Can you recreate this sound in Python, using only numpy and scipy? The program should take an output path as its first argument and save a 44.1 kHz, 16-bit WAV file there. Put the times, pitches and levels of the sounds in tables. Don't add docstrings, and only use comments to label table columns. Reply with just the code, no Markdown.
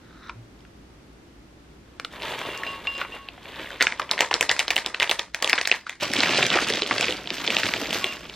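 import sys
import numpy as np
from scipy import signal
from scipy.fft import rfft, irfft, next_fast_len
from scipy.io import wavfile
from scipy.ndimage import uniform_filter1d, map_coordinates

SR = 44100
rng = np.random.default_rng(int(sys.argv[2]) if len(sys.argv) > 2 else 0)


def waveform_to_disk(signal):
    frames = np.transpose(np.atleast_2d(signal))
    scaled = np.clip(frames, -1, 1) * 32767
    samples = np.round(scaled).astype(np.int16)
    wavfile.write(sys.argv[1], SR, samples)


def undo_db(level):
    steps = np.asarray(level, float) / 20
    return 10 ** steps


N = 368235

# frequency in Hz, level in dB per Hz.
FOIL_HOLLOW = [(65, -59.5), (110, -11.5), (569, -5.5), (792, -16), (924, -5.5), (1300, -14), (1690, -101),
               (2860, -120)]
# start in seconds, peak in dB, pitch in Hz, edge in dB.
FOIL_SNAPS = [(3.802, -16, 1520, -28), (3.808, -2, 1787, -25), (3.816, -3, 2060, -20),
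              (3.824, -5.5, 1770, -5), (3.8693, -1.5, 2020, -36.5), (3.923, -13.5, 1979, -34),
              (3.996, -11.5, 1210, -16.5), (4.018, -17.5, 2180, -27.5), (4.093, -20, 2470, -26.5),
              (4.113, -2.5, 4186, -4.5), (4.179, -12, 1838, -26), (4.191, -8, 1934, -19),
              (4.207, 1.5, 2370, -7), (4.219, -8, 1669, -26.5), (4.247, -16.5, 1890, -29),
              (4.313, -11, 950, -18), (4.341, -1, 4400, -12.5), (4.41, -0.5, 2770, -6),
              (4.427, -8.5, 1663, -8.5), (4.494, -2, 3190, -25), (4.514, -5.5, 2003, -6),
              (4.565, -17, 1782, -9.5), (4.593, -1, 2870, -5), (4.606, -11, 1925, -32.5),
              (4.681, -5, 3800, -15), (4.705, -4.5, 1998, -9.5), (4.765, -1.5, 2760, -9),
              (4.779, -9, 2280, -9.5)]
# start in seconds, peak in dB, pitch in Hz, edge in dB.
FOIL_FLICKS = [(4.862, -7, 4460, -8), (4.945, -11.5, 1900, -18.5), (5, -5, 4300, -11.5),
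               (5.006, -12, 1880, -20.5), (5.0224, -6.5, 2302, -18), (5.028, -4.5, 2195, -12),
               (5.075, -16.5, 2630, -25), (5.095, -3.5, 3080, -14.5), (5.113, 0, 2603, -7),
               (5.118, -17.5, 1970, -17), (5.194, -7, 4130, -7), (5.346, -8, 2070, -10.5),
               (5.425, -3, 2870, -6.5), (5.445, -4, 3578, -5), (5.476, -9, 1960, -9.5),
               (5.496, -7, 2110, -6), (5.502, -16, 1875, -11), (5.531, 3.5, 2500, -17),
               (5.579, -9.5, 2210, -35.5), (5.583, -9.5, 1730, -31), (5.613, -6.5, 2220, -7.5),
               (5.655, -9.5, 3080, -17.5), (5.674, -5.5, 2200, -6.5), (5.694, -34.5, 1760, -17.5),
               (5.715, 1, 2190, -52.5), (5.724, -5.5, 2020, -36), (5.867, -19, 1460, -34),
               (5.895, -14, 2510, -11.5)]


def unit(x):
    return x / np.sqrt(np.mean(x ** 2) + 1e-20)


def along(points, hz):
    f, v = np.transpose(points)
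    return np.interp(np.log(hz + 1), np.log(f + 1), v)


def curves(rows):
    s, *cols = np.transpose(rows)
    return [np.interp(np.arange(N) / SR, s, c, left=-150, right=-150) for c in cols]


def wobble(rate):
    knots = rng.standard_normal(int(N * rate / SR) + 4)
    return map_coordinates(knots, [np.arange(N) * rate / SR])


def swells(rows):
    t = np.arange(0, N / SR + .01, .002)
    s, db, rise, fall = np.transpose(rows)[:, :, None]
    drop = 20 * np.maximum((s - t) / np.abs(rise), (t - s) / np.abs(fall))
    power = undo_db(2 * (db - drop)).sum(axis=0)
    return np.interp(np.arange(N) / SR, t, 10 * np.log10(power + 1e-15))


def filtered(x, response):
    m = next_fast_len(x.shape[-1] + 8192)
    return irfft(rfft(x, m) * response(np.fft.rfftfreq(m, 1 / SR)), m)[..., :x.shape[-1]]


def resonance(f, hz, width):
    return 1j * f * width / (hz * hz - f * f + 1j * f * width)


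def peaked(x):
    return x / np.abs(x).max(axis=1, keepdims=True)


def scattered(rows, times):
    at = np.round(times * SR).astype(int)[:, None] + np.arange(rows.shape[1])
    return np.bincount(at.ravel(), rows.ravel(), N + SR)[:N]


def grit(count, spread_db, life, tilt_db):
    times, chance, shade = rng.random((count, 3)).T
    t = np.arange(256) / SR
    bursts = rng.standard_normal((count, len(t))) * t / life * np.exp(1 - t / life)
    hz = np.fft.rfftfreq(len(t), 1 / SR) + 100
    centre_hz = 500 * 12 ** shade[:, None]
    loss_db = np.minimum(tilt_db * np.log2(hz / centre_hz) ** 2, 24)
    bursts = irfft(rfft(bursts) * undo_db(-loss_db), len(t))
    size_db = spread_db * np.minimum(-np.log(chance + 1e-9), 3)
    return unit(scattered(bursts * undo_db(size_db)[:, None], times * N / SR))


def rustle(crackle_db, body_db, sheet, body, count, spread_db, smooth_db, clump_db, tilt_db):
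    rub = grit(count=count, spread_db=spread_db, life=0.0014, tilt_db=tilt_db)
    rub = rub + undo_db(smooth_db) * rng.standard_normal(N)
    rub = rub * undo_db(clump_db * wobble(35))
    crackle = unit(filtered(rub, lambda f: undo_db(along(sheet, f))))
    hollow = filtered(rub, lambda f: undo_db(along(body, f)))
    hollow = unit(undo_db(clump_db * wobble(18)) * hollow)
    return undo_db(crackle_db) * (crackle + undo_db(body_db) * hollow)


def clicks(rows, ring_db, knock_db, stretch):
    cycles, cycle_scatter_db, edge_lift_db = 7.1, 2.5, 6
    dull = 2.18
    s, db, hz, edge_db = np.transpose(rows)[:, :, None]
    length_s = cycles / hz * undo_db(cycle_scatter_db * rng.standard_normal(hz.shape))
    t = np.arange(900) / SR
    swell = t / (stretch * length_s)
    burst = rng.standard_normal((len(rows), len(t))) * np.exp(-swell) * (1 - np.exp(-4.0 * swell))

    def ringing(f):
        own = resonance(f, hz, hz / 1.735) ** 2
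        return undo_db(ring_db) * own + resonance(f, np.sqrt(3000 * hz), 3052) ** 3

    ring = filtered(burst, ringing)
    ring = filtered(ring, lambda f: resonance(f, dull * hz, 1.17 * dull * hz) * hz / (f + 1) / 1j)
    knock = filtered(burst, lambda f: resonance(f, 694, 980) ** 2)
    edge = filtered(burst, lambda f: resonance(f, 4940, 5940) ** 2)
    parts = peaked(ring) + undo_db(knock_db) * peaked(knock) + undo_db(edge_db + edge_lift_db) * peaked(edge)
    return scattered(undo_db(db) * parts, s[:, 0] - .0004)


def background():
    # time in seconds, level in dB.
    gain = [
        (0, -60),
        (3.5, -61),
        (4.1, -62),
        (5.9, -67.5),
        (6.3, -64.5),
        (8.35, -59),
    ]
    # frequency in Hz, level in dB per Hz.
    hum = [(20, -23), (42, -16), (52, -1.5), (62, -4.5), (75, -13), (200, -12.5), (330, -11.5),
           (500, -21.5), (900, -33), (1500, -72)]
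    # frequency in Hz, level in dB per Hz.
    hiss = [(290, -23.5), (500, -4.5), (924, -5), (1330, -5.5), (5580, -16), (8050, -22), (10600, -26),
            (13400, -29), (16500, -58.5)]
    # frequency in Hz, left-right likeness from -1 to 1.
    likeness = [(60, 1), (240, 0.86), (950, 0.099), (3770, 0.074), (15000, -0.207)]
    # frequency in Hz, level in dB rms.
    whines = [(13006, -88)]
    gain_db, = curves(gain)
    hum_db, hiss_db = gain_db + 7, gain_db + 0.5

    def pair(spectrum):
        def response(f):
            turn = np.arccos(np.clip(along(likeness, f), -1, 1)) / 2
            return undo_db(along(spectrum, f)) * [np.cos(turn), np.sin(turn)]
        return unit(filtered(rng.standard_normal((2, N)), response))

    whine = sum(undo_db(db + 3) * np.sin(2 * np.pi * hz * np.arange(N) / SR) for hz, db in whines)
    return undo_db(hum_db) * pair(hum) + undo_db(hiss_db) * pair(hiss) + undo_db(hiss_db + 55) * whine * [[1], [.3]]


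def spoon():
    # time in seconds, level in dB.
    scrape = [
        (0, -63),
        (0.15, -54),
        (0.21, -54),
        (0.26, -45),
        (0.305, -41.5),
        (0.32, -78),
        (0.37, -73.5),
    ]
    # frequency in Hz, width in Hz, level in dB.
    tub = [(1340, 200, 8.5), (1770, 856.4, -1.5), (3900, 450, -3.5), (6000, 422.5, -18)]
    # frequency in Hz, width in Hz, level in dB.
    lip = [(1700, 476.4, 1), (3600, 400, 0.5), (4948, 901, -14)]
    # start in seconds, peak in dB, frequency in Hz, 60 dB decay in seconds.
    lump = [
        (0.343, -22.5, 114, 0.26),
    ]
    lip_s, lip_turn_s = 0.18674, 0.0241
    rub = grit(count=6000, spread_db=-1.0, life=0.0022, tilt_db=12.5) + 1.1 * rng.standard_normal(N)

    def through(peaks):
        def response(f):
            return sum((-1) ** k * undo_db(db) * resonance(f, hz, width) for k, (hz, width, db) in enumerate(peaks))
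        return unit(filtered(rub, response))

    near_lip = 1 / (1 + np.exp(np.clip((lip_s - np.arange(N) / SR) / lip_turn_s, -30, 30)))
    scraping = undo_db(curves(scrape)[0]) * (through(tub) + 0.45 * near_lip * through(lip))
    s, db, hz, t60 = np.transpose(lump)[:, :, None]
    t = np.arange(SR // 2) / SR
    thump = undo_db(db - 60 * t / t60) * (1 - np.exp(-t / 0.041)) ** 2 * np.sin(2 * np.pi * hz * t)
    return scraping + scattered(thump, s[:, 0])


def taps_nuts_and_creases():
    # start in seconds, peak in dB, pitch in Hz, edge in dB.
    taps = [(.295, -22.5, 1250, -42.5), (.296, -32, 3900, -40), (.592, -45, 3600, -15.5),
            (.651, -40, 1500, -22.5), (1.998, -19, 1190, -13.5), (1.9985, -23, 4220, -24),
            (2.048, -15.5, 3500, -13.5), (2.0485, -21, 1340, -14), (3.379, -33, 900, -25),
            (3.672, -28, 1770, -30.5), (8.168, -23, 1990, -26.5), (8.297, -22.5, 2542, -33.5)]
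    # start in seconds, peak in dB, pitch in Hz, edge in dB.
    nuts = [(2.221, -16.5, 2620, -34), (2.233, -19, 3400, -29), (2.32, -22, 3418, -29),
            (2.391, -18.5, 3017, -3.5), (2.415, -22.5, 1040, -12), (2.576, -25.5, 2780, -1),
            (2.634, -20, 2100, -20), (2.871, -11.5, 2400, -23), (2.952, -26.5, 2790, -24),
            (2.98, -21.5, 2780, -8), (3.014, -13.5, 1320, -35), (3.021, -22, 1750, -25.5),
            (3.287, -19, 2720, -23), (3.595, -26, 1720, -35), (3.704, -23.5, 1690, -24.5)]
    # start in seconds, peak in dB, pitch in Hz, edge in dB.
    creases = [(6.136, -7.5, 2200, -5.5), (6.166, -8, 3230, -12), (6.205, -4, 4290, -16.5),
               (6.234, -2.5, 2330, -27.5), (6.425, -10, 2062, -25), (6.428, -1.5, 2425, -13),
               (6.431, -6, 2351, -27), (6.531, -12.5, 3300, -23.5), (6.466, -13.5, 2010, -6),
               (6.503, -4.5, 3400, -36), (6.515, -13.5, 1250, -22.5), (6.556, -9.5, 1136, -12),
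               (6.588, -7, 1270, -31.5), (6.701, -10.5, 2010, -4.5), (6.724, -12, 2800, -19),
               (6.737, -6, 3550, -29), (6.8202, -5.5, 3380, -31.5), (6.832, -10.5, 2600, -30),
               (6.9102, -8, 1210, -30), (6.981, -9.5, 3000, -22), (7.01, -6.5, 2244, -6.5),
               (7.043, -10, 2200, -26.5), (7.083, -10.5, 2250, -34), (7.124, -10, 2920, -12),
               (7.274, -14, 2900, -32.5), (7.304, -9, 2872, -29), (7.477, -4.5, 2735, -33.5),
               (7.504, -4, 2620, -15), (7.567, -3, 2552, -31.5), (7.633, -8, 1840, -24.5),
               (7.738, -3, 2110, -17.5), (7.929, -8.5, 2930, -11), (8.043, -5.5, 2970, -9.5)]
    # start in seconds, peak in dB, pitch in Hz, edge in dB.
    ticks = [(2.2664, -31.5, 700, -34.5), (2.295, -29, 650, -34.5), (2.3344, -27, 694.3, -34.5),
             (2.4864, -31.5, 1300, -30), (2.5381, -37, 2780, -30), (2.6664, -18, 2871, -15),
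             (3.4304, -34, 3570, -41.5), (3.456, -27, 1995, -37), (3.47, -33.5, 1760, -40),
             (3.507, -35.5, 1910, -40), (3.521, -34, 3360, -40), (3.542, -31.5, 1800, -40),
             (3.5594, -32.5, 3600, -30), (3.604, -23, 1970, -38), (3.6152, -30.5, 1500, -39),
             (3.6297, -27, 1905, -34.5), (3.661, -27, 1705, -39), (3.715, -41.5, 7000, -5.5),
             (3.7267, -35.5, 3300, -34.5), (3.742, -35.5, 3510, -38.5), (4.7336, -22, 1600, -25.5),
             (4.8468, -23, 2660, -31), (5.4375, -25, 3660, -30), (5.5132, -26, 2200, -36),
             (5.6513, -17.5, 1930, -31)]
    # start in seconds, peak in dB, pitch in Hz, edge in dB.
    crackles = [(6.0263, -17, 2530, -20.5), (6.292, -9, 2653, -25.5), (6.336, -11.5, 2700, -33.5),
                (6.3923, -19, 2580, -25), (6.4504, -12, 2256, -25.5), (6.4834, -18, 1940, -20.5),
                (6.536, -21, 2180, -26.5), (6.5437, -14, 1173, -19), (6.5634, -12.5, 802, -21),
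                (6.5724, -10, 1580, -22), (6.6457, -14.5, 2810, -22.5), (6.673, -20, 2164, -21),
                (6.6793, -17.5, 2770, -21.5), (6.6857, -14, 2800, -4), (6.7727, -17, 3075, -22.5),
                (6.8633, -14, 3529, -22), (6.9421, -17, 3030, -23), (7.0279, -11, 3200, -23),
                (7.1079, -9, 2660, -12), (7.258, -24.5, 2970, -14.5), (7.3828, -19, 3020, -23.5),
                (7.414, -23, 2660, -21), (7.448, -18, 2340, -23), (7.5217, -15.5, 2775, -19),
                (7.665, -12.5, 2540, -15), (7.7682, -16.5, 3040, -21), (7.8151, -24.5, 1650, -18.5),
                (7.8568, -14.5, 2390, -16), (7.864, -22, 2700, -21.5), (7.9072, -12, 2520, -14),
                (7.965, -20.5, 1900, -24), (8.1065, -35.5, 2770, -15), (8.125, -19, 2788, -12),
                (8.2538, -26, 2626, -25.5), (8.3393, -27, 3550, -21)]
    # frequency in Hz, gain in dB.
    capsule = [(5000, -0.5), (8000, -7), (12000, -12.5), (16500, -15.5)]
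    rows = taps + nuts + FOIL_SNAPS + FOIL_FLICKS + creases + ticks + crackles
    hits = clicks(rows, ring_db=6.5, knock_db=-13.5, stretch=0.34)
    hits = filtered(hits, lambda f: undo_db(along(capsule, f)))
    return hits + undo_db(-20.0) * np.pad(hits, (190, 0))[:N]


def bounces():
    # start in seconds, peak in dB, pitch in Hz, edge
    # in dB.
    after_clicks = [(2.6345, -18, 1590, -27), (3.0245, -30, 1900, -37), (4.106, -24, 1190, -35),
                    (4.134, -19, 1800, -30.5), (4.184, -21, 1800, -30), (4.228, -19, 1890, -30),
                    (4.311, -12, 1826, -26.5), (4.328, -12.5, 1690, -29.5), (4.5, -11, 1900, -30.5),
                    (4.506, -16, 1800, -33.5), (4.537, -32, 1500, -35), (4.6, -9, 2456, -30),
                    (4.61, -19, 2000, -30.5), (4.709, -9.5, 2000, -19), (4.76, -16.5, 1985, -9),
                    (4.784, -19.5, 2000, -30.5), (5.507, -18, 1990, -27), (5.586, -12.5, 2584, -35),
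                    (5.696, -17, 2000, -38.5), (6.995, -20, 3000, -8), (7.032, -15, 2400, -22),
                    (.606, -45, 4200, -20), (2.664, -28, 1000, -35), (2.733, -29, 2500, -30),
              (3.048, -24, 1000, -38), (3.121, -31, 2200, -33), (3.141, -33.5, 700, -40),
              (3.162, -32.5, 755.7, -38), (4.872, -21.5, 2476, -22), (5.017, -13.5, 2600, -16),
              (5.036, -14.5, 2200, -25), (5.042, -15, 2190, -21.5), (5.099, -9.5, 3100, -17),
              (5.189, -22, 2800, -23), (6.346, -9.5, 3544, -20)]
    return clicks(after_clicks, ring_db=4.5, knock_db=-10, stretch=0.43)


def nuts_pouring():
    # peak time in seconds, peak in dB, seconds to rise 20 dB, to fall 20 dB.
    gestures = [(2.128, -42.5, 0.03, 1.5), (2.23, -34.5, 0.0528, 0.9107), (2.48, -35.5, 0.3345, 0.12),
                (2.66, -41, -0.32, 0.27), (2.88, -40.5, 0.14, 0.13), (3.02, -36, 0.28, 0.0357),
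                (3.15, -44.5, 0.14, 0.1), (3.29, -53.5, 0.58, -0.0117), (3.45, -42.5, 0.06, -0.4),
                (3.55, -45, 0.06, 0.9), (3.62, -43, 0.17, 0.76), (3.73, -47.5, 0.7, 0.2)]
    # frequency in Hz, level in dB per Hz.
    rolling = [(530, -4.5), (900, -8), (1310, -7.5), (1570, -2), (3560, -3.5), (5250, -19), (9000, -20.5),
               (15000, -24), (16500, -64)]
    return rustle(swells(gestures), -8, rolling, FOIL_HOLLOW,
                  count=9000, spread_db=2.4, smooth_db=-4, clump_db=1.4, tilt_db=7)


def bowl():
    # start in seconds, rim note in dB, low note in dB, high notes in dB, damped at seconds.
    clinks = [(2.428, -38, -8, -24, 2.49), (2.499, -37, -18, -24, 2.6), (2.56, -44, 0, -20, 2.6),
              (2.6, -52, 9, -14, 2.66), (2.635, -41, -12, -20, 2.665), (2.668, -31, -6, -18, 2.8),
              (2.872, -26, -15, -24, 3.03), (2.951, -44, -4, -4, 3.03), (3.035, -46, -4, -20, 3.1),
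              (3.175, -48, -10, -20, 3.255), (3.121, -36, -14, -26, 3.155), (3.15, -54, 7, -20, 3.3),
              (8.01, -50, 8, 1, 8.23), (8.03, -36, -20, -22, 8.17), (8.066, -35, -18, -22, 8.165)]
    # frequency in Hz, level in dB, 60 dB decay in seconds.
    glass = [(2785, 3, .44), (1104, 3, .68), (4955, 3, .3), (7540, -11, .2)]
    shiver_db = [2, 2.5, 2, 2]
    s, db, low_db, high_db, until = np.transpose(clinks)[:, :, None]
    t = np.arange(SR // 2) / SR
    damping = undo_db(-1400 * np.maximum(t + s - until, 0)) * (1 - np.exp(-t / 0.00031))
    total = np.zeros(N)
    for share, shiver, (hz, level, t60) in zip([0, low_db, high_db, high_db], shiver_db, glass):
        note = undo_db(db + share + level - 60 * t / t60) * np.sin(2 * np.pi * hz * (t + s))
        total += undo_db(shiver * wobble(30)) * scattered(note * damping, s[:, 0])
    return total


def foil_shaken():
    # time in seconds, level in dB.
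    load = [
        (3.8, -8),
        (4.0, 8),
        (4.25, 6.5),
        (4.5, 3),
        (5.5, -1),
        (6.0, -17),
    ]
    # frequency in Hz, level in dB per Hz.
    sheet = [(530, -18), (900, -3), (1310, -5.5), (1900, 3.5), (2720, -6), (4000, -4), (9000, -17),
             (16500, -70)]
    rise_s, fall_s = 0.011, 0.085
    stirred = [(s, -29.5 + 0.74 * db, rise_s, fall_s) for s, db, *_ in FOIL_SNAPS + FOIL_FLICKS]
    return rustle(swells(stirred), curves(load)[0] - 7, sheet, FOIL_HOLLOW,
                  count=4000, spread_db=3.5, smooth_db=-7.0, clump_db=1.0, tilt_db=3.5)


def plastic_bag():
    # peak time in seconds, peak in dB, seconds to rise 20 dB, to fall 20 dB.
    gestures = [(6.02, -28.5, 0.044, 0.098), (6.19, -26.5, 0.154, 1), (6.35, -23, 0.41, 0.18),
                (6.565, -24, 0.28, 0.16), (6.72, -29.5, 0.6584, 0.29), (7.02, -26.5, 0.226, 0.29),
                (7.33, -35.5, 0.155, 0.897), (7.53, -28.5, 0.294, 0.74), (7.72, -32, 0.39, 0.4),
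                (7.95, -30.5, 0.2, 0.35), (8.3, -45.5, 0.0951, 0.59)]
    # frequency in Hz, level in dB per Hz.
    sheet = [(530, -15.5), (900, -8.5), (2690, -4), (5000, -9.5), (8500, -19), (13000, -26), (15000, -29),
             (16500, -56.5)]
    # frequency in Hz, level in dB per Hz.
    hollow = [(53, -50.5), (90, 2.5), (243, 8.5), (520, -1.5), (601, 0.5), (1300, -38), (1690, -97),
              (2860, -120)]
    # peak time in seconds, dB over the film's treble, seconds to rise 20 dB, to fall 20 dB.
    slide = [
        (6.05, -2, 0.501, 0.31),
        (7.4, 1, 0.44, 1.214),
        (7.9, 2.5, 1.2, 1),
    ]
    film = rustle(swells(gestures), -7, sheet, hollow,
                  count=7000, spread_db=3.1, smooth_db=-8.5, clump_db=1.9, tilt_db=6)
    slide_hz = 11490
    return film + undo_db(swells(slide)) * filtered(film, lambda f: f > slide_hz)


def cereal_thuds():
    # start in seconds, peak in dB, frequency in Hz.
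    shifts = [(6.098, -24.5, 252.6), (6.181, -20, 237.5), (6.304, -26, 330), (6.554, -16, 382.4),
              (6.7, -18.5, 395), (6.818, -23.5, 404.2), (6.907, -26.5, 335), (7.014, -23, 610),
              (7.082, -21.5, 452.1), (7.308, -26.5, 271), (7.475, -21, 452.8), (7.818, -23, 328.4),
              (7.952, -24.5, 397.3), (8.039, -30, 383)]
    thud_s = 0.014
    s, db, hz = np.transpose(shifts)[:, :, None]
    swell = np.arange(3000) / SR / thud_s * 3
    puff = rng.standard_normal((len(shifts), len(swell))) * swell * np.exp(1 - swell)
    puff = filtered(puff, lambda f: resonance(f, hz, hz / 1.762) ** 2)
    return scattered(undo_db(db) * peaked(puff), s[:, 0])


def kitchen(x):
    # frequency in Hz, 60 dB decay in seconds.
    decay = [(200, 0.16), (2000, 0.18), (10000, 0.21)]
    step = SR // 4
    blocks = np.pad(x, (120, 2 * step))[:(N // step + 1) * step].reshape(-1, 1, step)
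    hz, t, z = signal.stft(rng.standard_normal((len(blocks), 2, step)), SR, nperseg=256)
    z = z * undo_db(-60 * t / along(decay, hz)[:, None])
    tail = signal.istft(z, SR, nperseg=256)[1][..., :step]
    tail = tail / np.linalg.norm(tail[:, :1], axis=2, keepdims=True)
    answers = signal.fftconvolve(blocks, tail, axes=2)
    answers = np.pad(answers, [(0, 0), (0, 0), (0, 1)])
    early = answers[..., :step].transpose(1, 0, 2).reshape(2, -1)
    late = answers[..., step:].transpose(1, 0, 2).reshape(2, -1)
    return (early + np.pad(late, [(0, 0), (step, 0)])[:, :-step])[:, :N]


def ports(near, wet):
    # frequency in Hz, side minus mid in dB.
    balance = [(60, -33.5), (200, -55), (700, -19.5), (1290, -27), (2800, -24.5), (4400, -5.5), (8120, 1),
               (12000, 9.5), (15000, -1.5)]
    # frequency in Hz, gain in dB.
    notch = [(8500, 0), (10800, -0.5), (12500, 3.5), (15000, 3)]
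    side = filtered(near, lambda f: 1j * undo_db(along(balance, f) - 4.5))
    side = side + filtered(wet[1], lambda f: undo_db(along(balance, f) + 6.5))
    mid = filtered(near + wet[0], lambda f: undo_db(along(notch, f)))
    return mid, side


def scene():
    # frequency in Hz, gain in dB.
    room_colour = [(500, 3), (1800, 2), (3600, -6), (8000, 1)]
    bagged = np.arange(N) >= 6.0 * SR
    after = bounces()
    hits = taps_nuts_and_creases() + after
    soft = spoon() + nuts_pouring() + foil_shaken() * ~bagged + plastic_bag() * bagged + cereal_thuds()
    glass = bowl()
    wet = undo_db(-10.5) * kitchen(filtered(hits, lambda f: undo_db(along(room_colour, f))))
    wet = wet + undo_db(-9.0) * kitchen(soft + undo_db(-29) * glass)
    mid, side = ports(soft + hits + glass, wet)
    bag_lean = undo_db(-26) * bagged
    mid, side = np.array([mid, side - bag_lean * mid]) + background()
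    return np.array([mid + side, mid - side])


def masked(pair):
    # frequency in Hz, threshold in dB.
    hiding = [(7700, -42), (8700, -21.5), (10800, -17.5), (13000, -26.5), (15000, -27), (16000, -12)]
    top_hz = 16500
    hz, _, z = signal.stft([pair[0] + pair[1], pair[0] - pair[1]], SR, nperseg=1024)
    starts = np.arange(0, len(hz), 16)
    power = np.add.reduceat(np.abs(z) ** 2, starts, axis=1)
    raw = np.exp(np.log(power[0, 2:9] + 1e-20).mean(axis=0))
    crisp = power[0, 7:13].sum(axis=0)
    attack = crisp > undo_db(15) * np.roll(crisp, 2)
    loud = uniform_filter1d(raw, size=3)
    loud = loud * (loud / np.median(loud)) ** .27
    whim = undo_db(22 * uniform_filter1d(rng.standard_normal(power.shape), size=4, axis=2))
    power = uniform_filter1d(power, size=3, axis=2)
    threshold = undo_db(2 * along(hiding, hz[starts]))[:, None] * undo_db([[[0]], [[-9]]]) * loud
    keep = attack | (power > whim * threshold)
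    keep[1] &= power[1] > undo_db(-50) * power[0]
    z = z * keep[:, np.arange(len(hz)) // 16] * (hz < top_hz)[:, None]
    mid, side = signal.istft(z, SR, nperseg=1024)[1][:, :N] / 2
    return np.array([mid + side, mid - side])


def band_limit(x):
    return signal.sosfilt(signal.butter(12, 16630, fs=SR, output="sos"), x)


def record(dry):
    clipped = dry / (1 + np.abs(dry) ** 8) ** (1 / 8)
    mix = masked(clipped)
    return band_limit(mix)


dry = scene()
out = record(dry)
waveform_to_disk(out)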